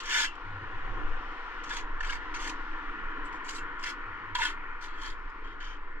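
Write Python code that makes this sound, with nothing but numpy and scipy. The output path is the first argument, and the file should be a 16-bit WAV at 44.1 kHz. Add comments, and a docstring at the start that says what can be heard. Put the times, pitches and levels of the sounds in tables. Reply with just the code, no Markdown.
"""Beside fresh brick walls near a road, a steel trowel taps bricks and scrapes gritty mortar off them.
Sand cracks under the blade as random clicks that ring blade and brick; firm blows add fading notes.
The walls answer at once with a short tail of noise. Behind the work, shaped noise gives tyre roar, engines,
thin hiss and light wind on the microphones; wavering sines give a faint hum and, with noise, soft low booms."""
import sys
import numpy as np
from scipy import signal
from scipy.fft import rfft, irfft, next_fast_len
from scipy.io import wavfile
from scipy.ndimage import uniform_filter1d, map_coordinates

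SR = 44100
rng = np.random.default_rng(int(sys.argv[2]) if len(sys.argv) > 2 else 0)


def generate_wav(signal):
    """Clip the signal to [-1, 1] and save it as 16-bit WAV at the path in sys.argv[1]."""
    frames = np.transpose(np.atleast_2d(signal))
    scaled = np.clip(frames, -1, 1) * 32767
    pcm = np.round(scaled).astype(np.int16)
    wavfile.write(sys.argv[1], SR, pcm)


N = 264581
TIME = np.arange(N) / SR


def amp(db):
    """Decibels to gain."""
    return 10 ** (np.asarray(db) / 20)


def unit(x):
    """x scaled to an average strength (rms) of 1."""
    return x / np.sqrt(np.mean(x ** 2) + 1e-20)


def along(points, hz):
    """Read a (frequency, value) curve, with straight lines on a log frequency axis."""
    f, v = np.transpose(points)
    return np.interp(np.log(hz + 1), np.log(f + 1), v)


def over_time(points):
    """Read a (time, value) curve at every sample."""
    s, value = np.transpose(points)
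    return np.interp(TIME, s, value)


def noise(*shape):
    """Plain white noise."""
    return rng.standard_normal(shape)


def wobble(rate, t=TIME):
    """A smooth random curve through `rate` random points a second."""
    return map_coordinates(noise(8192), [t * rate], mode="wrap")


def filtered(x, response):
    """Filter x by a complex response given as a function of frequency."""
    n = x.shape[-1]
    m = 2 * next_fast_len((n + min(n, SR) // 4) // 2)  # spare room for the ringing
    spectrum = rfft(x, m) * response(np.fft.rfftfreq(m, 1 / SR))
    return irfft(spectrum, m)[..., :n]


def causal(points):
    """The response with this spectrum that reacts as early as possible (minimum phase)."""
    def response(hz):
        cep = irfft(np.log(amp(along(points, hz))))
        half = len(cep) // 2
        return np.exp(rfft(np.r_[cep[0], 2 * cep[1:half]], len(cep)))
    return response


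def resonances(modes):
    """The response of a body that rings at several (frequency, width, level) modes of alternating sign."""
    def response(f):
        total = 0
        for k, (c, w, db) in enumerate(modes):
            total = total + (-1) ** k * amp(db) * 1j * f * w / (c * c - f * f + 1j * f * w)
        return total
    return response


def narrow(force, hz, width_hz):
    """force through the same resonance twice, which makes the band steeper, at rms 1."""
    return unit(filtered(force, lambda f: resonances([(hz, width_hz, 0)])(f) ** 2))


def patchy(x, depth_db, size):
    """Vary the colour of x in random patches that drift; size = (bands, frames) of a patch."""
    z = signal.stft(x, nperseg=512)[2]
    field = uniform_filter1d(noise(*z.shape[-2:]), size[0], axis=0)
    field = uniform_filter1d(field, size[1], axis=1)
    return signal.istft(z * amp(depth_db * unit(field)), nperseg=512)[1][..., :x.shape[-1]]


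def add(track, s, x):
    """Mix x into track from time s on."""
    part = track[..., max(round(s * SR), 0):][..., :x.shape[-1]]
    part += x[..., :part.shape[-1]]


# how alike wide noise is at the two microphone ports: (frequency [Hz], likeness [0-1])
LIKENESS = [(100, 0.96), (500, 0.97), (1000, 1), (2200, 0.71), (4000, 0.21), (9000, 0.2)]


def rush(response):
    """Steady stereo noise of rms 1: sound from all around is less alike at the two ports in the treble."""
    def mid_side(hz):
        turn = np.arccos(np.clip(along(LIKENESS, hz), 0, 1)) / 2
        return response(hz) * np.array([np.cos(turn), np.sin(turn)])
    mid, side = filtered(noise(2, N), mid_side)
    return unit(np.array([mid + side, mid - side]))


# hum notes: (frequency [Hz], level before its waver [dB])
HUM_NOTES = [(96.9, -75), (290.2, -73.5)]


def hum(drift, waver_db):
    """A far machine hums on steady notes, a little unsteady in pitch and level."""
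    clock = TIME + np.cumsum(drift * wobble(8.4)) / SR
    total = np.zeros(N)
    for hz, db in HUM_NOTES:
        level = np.sqrt(2) * amp(db + waver_db * wobble(2.1))  # the root turns rms into peak
        total += level * np.sin(2 * np.pi * hz * clock)
    return total


# swells of thin hiss: (time of the middle [s], spread [s], centre frequency [Hz], peak level [dB])
AIR_SWELLS = [(1, 0.081, 6200, -84), (1.453, 0.25, 4950, -83), (2.695, 0.27, 4360, -74.5),
              (5.15, 0.56, 4200, -76.5)]


def air():
    """Thin hiss swells and fades in the distance: bands of noise, each at another height."""
    out, t = np.zeros((2, N)), TIME[:2 * SR]
    for s, spread, hz, db in AIR_SWELLS:
        swell = amp(db) * np.exp(-((t - 1) / spread) ** 2 / 2)
        add(out, s - 1, swell * narrow(noise(2, len(t)), hz, width_hz=1800))
    return out


# soft low booms: (start time [s], length before the fade [s], relative level [dB])
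BOOM_TIMES = [(0.436, 0.2, -38.5), (0.725, 0.18, -44), (0.967, 0.19, -50), (3.584, 0.1, -52.5),
              (4.046, 0.348, -47)]


def booms(rough_db):
    """A soft hollow boom swells, holds and fades, wandering in pitch, with a murmur of noise around it."""
    pitch_hz, wander_hz, rise_s, fall_db_per_s = 95, 4.5, 0.02, 155
    phase = 2 * np.pi * np.cumsum(pitch_hz + wander_hz * wobble(25)) / SR
    tone = unit(np.sin(phase) * amp(rough_db * wobble(30)))
    murmur = narrow(noise(N), pitch_hz, width_hz=60)
    swells = np.zeros(N)
    for s, length, db in BOOM_TIMES:
        fade_db = fall_db_per_s * np.maximum(TIME - s - length, 0)
        swells += np.clip((TIME - s) / rise_s, 0, 1) * amp(db - fade_db)
    return swells * unit(tone + amp(-6.0) * murmur)


# colour of the wind: (frequency [Hz], relative level per Hz [dB])
WIND_COLOUR = [(5, -9.5), (12, 5.5), (22, 4), (31, -12.5), (42, -18), (54, -18.5), (70, -33), (100, -35),
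               (160, -51.5), (1500, -120)]
# gusts and lulls: (time of the middle [s], half length [s], level change [dB])
WIND_GUSTS = [(.2, 0.22, -1.5), (1.02, 0.21, 17), (2.173, 0.34, 11.5), (3.182, 0.4, 4), (4.6, 0.29, 0.5),
              (5.45, 1, 4)]


def wind():
    """A breeze buffets the microphones as low noise, swelling in gusts, nearly alike at both ports."""
    breeze_db, apart_db = -42, -17.5  # level outside the gusts, share that differs between the ports
    gust_db = sum(db * np.exp(-((TIME - s) / half) ** 2) for s, half, db in WIND_GUSTS)
    shared, apart = unit(filtered(noise(2, N), causal(WIND_COLOUR)))
    level = amp(breeze_db + gust_db + 0.87 * wobble(9.0))
    return level * (shared + amp(apart_db) * np.array([apart, -apart]))


# strength of the tyre roar: (time [s], relative level [dB])
ROAR_LEVEL = [(0.0, -45.5), (0.27, -49.5), (0.42, -46), (1.03, -42.5), (1.72, -44), (3.36, -41.5),
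              (3.74, -42), (4.06, -43.5), (4.71, -44.5), (6.0, -49)]
# strength of the thin hiss, which begins with the fading tail of an earlier sound, then is the tyres':
# (time [s], level [dB])
HISS_LEVEL = [(0, -51), (.4, -61.5), (1.0, -58.5), (1.55, -56.5), (1.87, -62.5), (2.25, -57.5),
              (2.65, -58.5), (3.0, -61), (3.7, -63), (4.2, -63), (4.7, -66.5), (5.2, -66.5), (5.9, -70.5)]
# colours of roar, hiss, engine drone and engine rumble: (frequency [Hz], relative level per Hz [dB])
ROAR_COLOUR = [(320, -57), (550, -21.5), (605, -18.5), (781, -21), (860, -8), (992, 1.5), (1240, -1.5),
               (1400, 3), (1590, -5.5), (1800, 0.5), (2260, -10.5), (2520, -15), (2670, -20.5), (3130, -22),
               (3700, -39.5), (4810, -61), (8140, -120)]
HISS_COLOUR = [(1500, -29.5), (2900, 8.5), (3600, 0.5), (4600, -6.5), (5600, -11.5), (7000, -18.5),
               (8200, -28), (9800, -36), (12000, -52.5), (15000, -52)]
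DRONE_COLOUR = [(60, -20.5), (110, -13), (170, -11), (245, -9.5), (288, 1.5), (330, -0.5), (370, -3.5),
                (490, -3), (590, -33.5), (720, -34.5), (1600, -120)]
RUMBLE_COLOUR = [(100, -65), (350, -9), (500, 4.5), (620, -9), (780, 7), (950, -10.5), (1500, -44.5),
                 (5000, -120)]
# nearer vehicles going by, levels when closest:
# (time when closest [s], half length [s], rumble level [dB], drone level before waver [dB], note level [dB])
PASSES = [(1.044, 0.27, -51.5, -55, -62.5), (2.805, 0.88, -58.5, -58, -53.5)]


def road():
    """Distant traffic: tyre roar with a singing band, thin hiss, engine drone and rumble, nearer passes."""
    drone_db, drone_follows = -57, 0.43  # middle level, dB gained for each dB of roar
    roar_db = over_time(ROAR_LEVEL)
    drone = amp(drone_db + drone_follows * (roar_db - roar_db.mean()))
    rumble = amp(-69)
    note = np.zeros(N)
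    for s, half, rumble_db, pass_drone_db, note_db in PASSES:
        nearness = 1 / np.hypot(1, (TIME - s) / half)
        note += amp(note_db) * nearness ** 2
        drone = np.hypot(drone, amp(pass_drone_db) * nearness)
        rumble = np.hypot(rumble, amp(rumble_db) * nearness)
    tread = resonances([(1443, 48, 0)])  # the band in which the tread sings
    roar = rush(causal(ROAR_COLOUR)) + amp(-11) * rush(lambda hz: tread(hz) ** 2)
    roar_and_hiss = amp(roar_db + 1.5) * roar + amp(over_time(HISS_LEVEL)) * rush(causal(HISS_COLOUR))
    engines = drone * amp(1.55 * wobble(7)) * rush(causal(DRONE_COLOUR))
    engines += rumble * rush(causal(RUMBLE_COLOUR))
    engines += note * narrow(noise(N), hz=301, width_hz=77)  # exhaust resonance
    return patchy(roar_and_hiss + engines, depth_db=1.3, size=(5, 36))


# how fast the echo dies: (frequency [Hz], time to fall by 60 dB [s])
WALL_DECAY = [(300, 0.11), (2500, 0.15), (10000, 0.12)]


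def walls(x):
    """The brickwork answers with a short, blurred tail of fading noise, different at each port."""
    hz, t, z = signal.stft(noise(2, SR // 3), SR, nperseg=256)
    fade = amp(-60 * t / along(WALL_DECAY, hz)[:, None])
    tail = signal.istft(z * fade, SR, nperseg=256)[1]
    return signal.fftconvolve(x, tail / np.linalg.norm(tail[0]), axes=1)[:, :N]


def nearby(x, echo_db, reach_s, count=6):
    """Hand, blade and brick edges reflect within milliseconds; being small, they return mostly treble."""
    delay = rng.uniform(0.000453, reach_s, (2, count, 1))  # anew for each pose and port
    gain = rng.choice([-1, 1], (2, count, 1))

    def response(hz):
        share = amp(echo_db) * hz ** 2 / (hz ** 2 + 4000 ** 2)
        echoes = (gain * np.exp(-2j * np.pi * hz * delay)).sum(axis=1)
        return (1 + share * echoes) / np.sqrt(1 + count * share ** 2)
    return filtered(x, response)


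def touched(modes):
    """Each contact point weights the modes a little differently."""
    return [(hz, width, db + rng.standard_normal()) for hz, width, db in modes]


def body(force, modes):
    """The mid-range ring of the parts in contact, at rms 1."""
    band = causal([(100, -67.0), (400, -35.5), (700, -6.5), (900, 2.0), (3700, -0.5), (5000, -22.5),
                   (15000, -41.0)])  # (frequency [Hz], level [dB])
    ring = resonances(touched(modes))
    return unit(filtered(force, lambda hz: ring(hz) * band(hz)))


# colour of sand under steel: (frequency [Hz], relative level per Hz [dB])
GRIT_COLOUR = [(100, -59), (500, -2), (900, -14), (2000, 4.5), (3600, 3.5), (4200, 6), (5400, 5.5),
               (6100, 2.5), (7300, 5.5), (8100, -8.5), (9000, -9.5), (9900, -8.5), (10700, -20),
               (12400, -15.5), (13500, -23), (15500, -32)]
# ringing modes of the thin steel plate, before its pitch shift:
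# (frequency [Hz], width [Hz], relative level [dB])
PLATE_MODES = [(2950, 65, 10), (3800, 79, -0.5), (4200, 55, 7), (5020, 110, 7), (5680, 150, 5),
               (6290, 160, -1.5), (7000, 380, -3.5), (8700, 240, -2.5), (10150, 200, -17.5)]


def rasp(force, steel_db):
    """Cracking sand and the thin singing of the plate that it excites, at rms 1."""
    shift = 1 + 0.011 * rng.standard_normal()  # pitch varies with the way the plate is pressed
    ring = resonances(touched(PLATE_MODES))
    plate = filtered(force, lambda hz: ring(hz / shift) / (1 + (hz / 10000) ** 8))
    return unit(unit(filtered(force, causal(GRIT_COLOUR))) + amp(steel_db) * unit(plate))


def finest(hz):
    """The share of each frequency that belongs to the finest sand: mostly above 8500 Hz."""
    return 1 / (1 + (8500 / (hz + 1)) ** 8)


def sand(size, rate, spread_db, pebble_rate, pebble_db, slip_hz, slip_db):
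    """Sand cracks under the blade, bunched as it sticks and slips; coarse grains burst in short ticks."""
    burst_s = 0.00097  # a coarse grain crumbles with this time constant
    loudness_db = spread_db * np.clip(noise(2, size), -2, 1.5)
    sizes = rng.choice([-1, 1], (2, size)) * amp(loudness_db)
    chance = np.array([[rate], [pebble_rate]]) / SR  # rates in grains a second
    fine, coarse = (rng.random((2, size)) < chance) * sizes
    bursts = signal.lfilter([1], [1, -np.exp(-1 / (burst_s * SR))], np.abs(coarse)) * noise(size)
    bunched = fine * amp(slip_db * wobble(slip_hz, TIME[:size]))
    return unit(unit(bunched) + amp(pebble_db) * unit(bursts))


# short crunches and knocks of the blade's edge; the first is the end of a scrape:
# (time [s], relative crunch level [dB], time to fall by 60 dB [s], knock frequency [Hz],
#  relative knock level [dB])
EDGE_CRUNCHES = [ (0.001, -27, .035, 3080, -35), (0.029, -29.5, 0.026, 1500, -44),
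                 (0.055, -28, 0.036, 3000, -32), (0.107, -28, 0.06, 2700, -20),
                 (0.143, -29, 0.032, 1550, -22), (0.177, -24.5, 0.024, 2300, -21),
                 (0.213, -32, 0.05, 3340, -21.5), (0.244, -19, .035, 1715, -13.5),
                 (0.353, -36, 0.012, 3296, -39), (0.482, -44, 0.011, 3500, -44),
                 (1.314, -48, 0.035, 3000, -56), (1.636, -29, 0.032, 2200, -29.5),
                 (1.690, -28.5, 0.042, 2000, -39), (1.731, -26, 0.031, 2380, -29),
                 (1.744, -22.5, 0.016, 2200, -30), (1.765, -23, 0.035, 2100, -22.5),
                 (1.782, -25.5, 0.013, 2400, -29), (1.793, -34.5, .02, 2410, -22),
                 (2.002, -31, .035, 2780, -39), (2.027, -29, 0.019, 2000, -27),
                 (2.043, -41, 0.049, 2050, -22.5), (2.063, -39, 0.029, 2800, -27.5),
                 (2.096, -27.5, .035, 2960, -28), (2.122, -35, 0.059, 1980, -21.5),
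                 (2.340, -28, 0.033, 2420, -26.5), (2.388, -33, 0.027, 2300, -29),
                 (2.424, -23, 0.016, 2200, -25), (2.473, -21, 0.021, 2400, -29),
                 (2.494, -22.5, 0.026, 2400, -23.5), (3.488, -20.5, 0.027, 2700, -25),
                 (3.505, -19.5, 0.017, 2000, -37), (3.556, -32.5, 0.059, 4000, -37),
                 (3.793, -39, 0.022, 3000, -54), (3.809, -43, 0.015, 3000, -48),
                 (3.825, -31, 0.031, 3000, -31), (3.836, -19, 0.021, 5100, -21),
                 (3.86, -29.5, 0.044, 1840, -25.5), (3.887, -26, 0.019, 1790, -29),
                 (3.903, -26.5, .025, 1750, -26), (4.349, -16.5, 0.022, 3370, -19.5),
                 (4.382, -24, 0.028, 1900, -33), (4.416, -29.5, 0.024, 1800, -12.5),
                 (4.43, -27, 0.024, 1710, -17.5), (4.452, -34.5, .06, 3270, -23.5),
                 (4.479, -32.5, 0.024, 2800, -24), (4.81, -42, 0.02, 4200, -48),
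                 (4.821, -39, 0.021, 4200, -39), (4.878, -49, .025, 4100, -40),
                 (5.014, -32, 0.032, 4150, -45), (5.058, -34, 0.032, 4300, -42),
                 (5.099, -28.5, .02, 3380, -34.5), (5.123, -47, .02, 3300, -33.5),
                 (5.294, -49, 0.034, 3020, -58), ]


def edge_crunches(level_db):
    """Sand under the blade's edge crunches sharply, with a dull knock set by where the brick is touched."""
    out, t = np.zeros((2, N)), TIME[:SR // 8]
    bite = 1 - np.exp(-t / 0.0035)
    for s, crunch_db, t60, knock_hz, knock_db in EDGE_CRUNCHES:
        grains = noise(len(t)) * (rng.random(len(t)) < 5000 / SR)
        fine_db = 0.45 * np.clip(crunch_db + 19, -10, 10)  # a crunch firmer than -19 dB is brighter
        crunch = filtered(rasp(grains, steel_db=-7.5), lambda hz: amp(fine_db * finest(hz)))
        knock = narrow(noise(len(t)), knock_hz, width_hz=850)
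        sound = amp(crunch_db) * crunch + amp(knock_db) * knock
        sound = sound * bite * amp(-60 * t / t60)
        add(out, s, amp(level_db) * nearby(sound, echo_db=-1.5, reach_s=0.0054))
    return out


# ringing modes of the blade pressed on brick: (frequency [Hz], width [Hz], relative level [dB])
BLADE_MODES = [(940, 78, -3.5), (1438, 45, 2), (1726, 54, 5), (2067, 70, 3), (2300, 185, -5.5),
               (2690, 130, -4), (2980, 82, -7), (3270, 320, -4.5), (3570, 160, -5.5), (4330, 360, -4)]
# firm blows and the blade springing free:
# (time [s], clank level [dB], note frequency [Hz], note level [dB], note time to fall by 60 dB undamped [s],
#  upper note frequency [Hz], upper note level [dB], time until damped [s])
FIRM_BLOWS = [ (0.252, -43, 2720, -36, 0.11, 3150, -31, 0.019),
              (0.272, -52, 2730, -38.5, 0.19, 3010, -40, 0.042),
              (1.708, -41, 1680, -26, 0.055, 2800, -42, 0.03),
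              (2.006, -40, 1750, -22.5, 0.08, 2820, -36, 0.0057),
              (2.031, -45, 1715, -33, 0.11, 2720, -39, 0.03),
              (2.096, -39.5, 1640, -24.5, 0.061, 2850, -26, 0.028),
              (3.581, -54, 2700, -42.5, 0.17, 3180, -49, 0.05),
              (4.35, -24.5, 986, -22.5, 0.17, 3257, -26.5, 0.013),
              (4.385, -44, 985, -23, 0.15, 2760, -39, 0.013),
              (4.405, -44, 915, -22, 0.079, 1700, -38, 0.012),
              (4.416, -29, 1780, -31, 0.06, 2720, -32, 0.012),
              (4.43, -31.5, 1685, -27, 0.06, 1980, -21, 0.015),
              (4.452, -35, 1710, -30, 0.1, 3210, -26, 0.025), ]


def blows(chatter_t60, waver, rise_cycles, upper_life, damping_db_per_s):
    """The blade chatters; brick or steel rings two wavering notes, cut short as blade or mortar settles."""
    out, t = np.zeros(N), TIME[:SR // 4]
    for s, clank_db, note_hz, note_db, t60, upper_hz, upper_db, free_s in FIRM_BLOWS:
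        chatter = body(noise(len(t)), BLADE_MODES) * (1 - np.exp(-t / 0.0018))
        sound = amp(clank_db - 60 * t / chatter_t60) * chatter
        notes = (note_hz, note_db, t60), (upper_hz, upper_db, upper_life * t60)
        for hz, db, life in notes:
            clock = np.cumsum(1 + waver * wobble(130, t)) / SR
            fade_db = 60 * t / life + damping_db_per_s * np.maximum(t - free_s, 0)
            rise = 1 - np.exp(-t * hz / rise_cycles)
            sound += amp(db - fade_db) * rise * np.sin(2 * np.pi * hz * clock)
        add(out, s, sound)
    return out


def pressure(t, length, peak_at, swell_db, ease_db):
    """Gain of one stroke: the blade lands, the hand bears down in an arch, eases off and lifts."""
    press_s, lift_db_per_s = 0.0082, 600
    u, peak_at = np.minimum(t / length, 1), np.clip(peak_at, 0.05, 0.95)
    before_db = swell_db * (1 - u / peak_at) ** 2
    after_db = ease_db * ((u - peak_at) / (1 - peak_at)) ** 2
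    arch_db = np.where(u < peak_at, before_db, after_db)
    lift_db = lift_db_per_s * np.maximum(t - length, 0)
    return np.minimum(t / press_s, 1) * amp(-arch_db - lift_db)


def travelling(x):
    """As the contact travels along blade and brick, the resonances bend in pitch and trade strength."""
    glide, glide_rate = 0.02016, 24  # typical share of pitch bend, random points a second
    clock = np.cumsum(1 + glide * wobble(glide_rate, TIME[:len(x)]))
    return patchy(map_coordinates(x, [clock]), depth_db=1.4, size=(5, 6))


# ringing modes of brick on wet mortar, before the low-mode change:
# (frequency [Hz], width [Hz], relative level [dB])
BED_MODES = [(1720, 400, 5), (2710, 750, -3.5), (3150, 440, 2)]
# trowel strokes, and a brick slid on its mortar bed by hand:
# (time [s], length [s], relative peak level [dB], place of the peak [0-1], start below the peak [dB],
#  end below the peak [dB], relative brick ring [dB], extra on the lowest mode [dB],
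#  relative finest sand [dB], blade's strongest band [Hz], coarse grains against the sand [dB])
TROWEL_STROKES = [ (0.03, 0.22, -36.5, 0.7, 24.5, 4, 9.5, -3, 4.5, 5870, -11),
                  (1.648, 0.037, -60, 0.6, 2, -2, 6, 0, -8, 7000, -8),
                  (1.695, 0.11, -50.5, 0.6, 1.5, 7, 12, 4.5, -2, 6960, -4),
                  (2.028, 0.14, -51, 0.65, 8, 8.5, 11, 8, -2, 4460, -5),
                  (2.339, 0.038, -46.5, 0.3, 0, 9, 8, 7, -8, 6450, -7.5),
                  (2.392, 0.11, -48.5, 0.9, 1.5, 3, 8, 7, -1, 6400, -4.5),
                  (3.241, 0.038, -64.5, .5, 2, 7.5, -2, 7, 4.5, 7540, -5),
                  (3.322, 0.05, -66, 0.3, -12, 7.5, 8, 1, 2.5, 5500, -5),
                  (3.436, 0.096, -54.5, 0.7, 9, 6, 2, 4, 2.5, 7300, -5),
                  (3.52, 0.077, -52, 0.6, 6, 8, -11, 6, 3.5, 7160, -10),
                  (3.785, 0.067, -65.5, .4, 6, 2, 6, -2, 6, 7300, -10),
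                  (3.83, 0.11, -51, 0.51, 4, 25, 15, -12, 7, 5700, -17),
                  (4.36, 0.03, -53.5, 0.3, -3, 6, 4, 2, 5.5, 3580, -8),
                  (4.382, 0.12, -41.5, 0.33, 10.5, 8.5, 11.5, -1, 4.5, 3400, -6),
                  (4.805, 0.076, -56.5, 0.5, 0, 15, 9.5, 7.5, 4.5, 4200, -5),
                  (4.87, 0.12, -73, 0.2, 2, 3, 18, -3, -2, 4200, -8),
                  (4.95, 0.2, -55, 0.6, 24, 26, 12, 7.5, 6.5, 4100, -13), ]
BRICK_SLIDES = [(5.43, 0.11, -72, 0.28, 3.3, 6.7, 15.5, 0, 0, 4260, -9),
                (5.598, 0.16, -58.5, 0.091, 2.8, 12.3, 12, 0.0061, 0, 3380, -7.5)]


def scrapes(strokes, modes, grit_db, ring_db, dull_hz):
    """Each stroke rasps with grit and rings blade and brick; bearing down crushes finer, brighter sand."""
    out, t = np.zeros((2, N)), TIME[:SR // 3]
    for (s, length, level_db, peak_at, swell_db, ease_db, bearing_db, low_db, fine_db,
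         sing_hz, coarse_db) in strokes:
        brick = np.array(modes, float)
        brick[0, 2] += low_db
        grains = sand(len(t), rate=12000, spread_db=4, pebble_rate=110, pebble_db=coarse_db,
                      slip_hz=160, slip_db=2)
        rubbing = grains + noise(len(t))  # the brick feels smooth rubbing as well as grains
        singing = narrow(noise(len(t)), sing_hz, width_hz=1100)
        grit = rasp(grains, steel_db=-17) + amp(-6) * singing
        ring = body(rubbing, brick)
        sound = travelling(amp(grit_db) * grit + amp(ring_db + bearing_db) * ring)
        gain = pressure(t, length, peak_at, swell_db, ease_db)
        fine = filtered(sound, finest)
        crushed = amp(fine_db) * gain ** 0.19 * fine  # the finest sand grows faster than the pressure
        sound = amp(level_db) * gain * (sound - fine + crushed)
        add(out, s, nearby(sound, echo_db=-4.5, reach_s=0.004))
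    return filtered(out, lambda hz: 1 / np.sqrt(1 + (hz / dull_hz) ** 10))


# left port against right port: (frequency [Hz], level [dB])
PORT_BALANCE = [(400, 0.5), (700, -2), (1300, 4.5), (1900, 0), (2500, 8), (3000, 6), (3700, 6),
                (4300, -3.5), (6000, -4.5), (6900, 0.5), (8200, -4), (11000, -0.5)]
# how far the housing advances the left port: (frequency [Hz], phase [radians])
HOUSING_PHASE = [(1400, -0.23), (2000, -0.6), (2900, 1.2), (3600, 0), (4300, -1.34), (5300, -0.9),
                 (6500, -0.1), (7500, 1.9), (8300, 1.1), (9700, 3)]


def at_ports(x):
    """Trowel and road lie to the right, so they reach the left port later; the housing colours each port."""
    lag_s = 0.000085
    side = np.array([[1], [-1]]) / 2

    def response(hz):
        phase = along(HOUSING_PHASE, hz) - 2 * np.pi * hz * lag_s
        return amp(side * along(PORT_BALANCE, hz)) * np.exp(1j * side * phase)
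    return filtered(x, response)


def scene():
    """Trowel work with its wall answer and the road reach both ports; hum, booms and wind join in."""
    work = scrapes(TROWEL_STROKES, BLADE_MODES, grit_db=1.5, ring_db=-1.0, dull_hz=13000)
    work += scrapes(BRICK_SLIDES, BED_MODES, grit_db=2.5, ring_db=1.5, dull_hz=6960)
    work += edge_crunches(level_db=-5.5)
    work += blows(chatter_t60=0.078, waver=0.007, rise_cycles=3.3, upper_life=0.4, damping_db_per_s=1497)
    outside = work + amp(-9.0) * walls(work) + road() + air()
    low = hum(drift=0.0096, waver_db=-4.0) + amp(-6.0) * booms(rough_db=6.0)
    return at_ports(outside) + low + wind()


def record(dry):
    """Fade the very ends and keep nothing above 15700 Hz."""
    return filtered(dry * signal.windows.tukey(N, 0.001), lambda hz: hz < 15700)


dry = scene()
out = record(dry)
generate_wav(out)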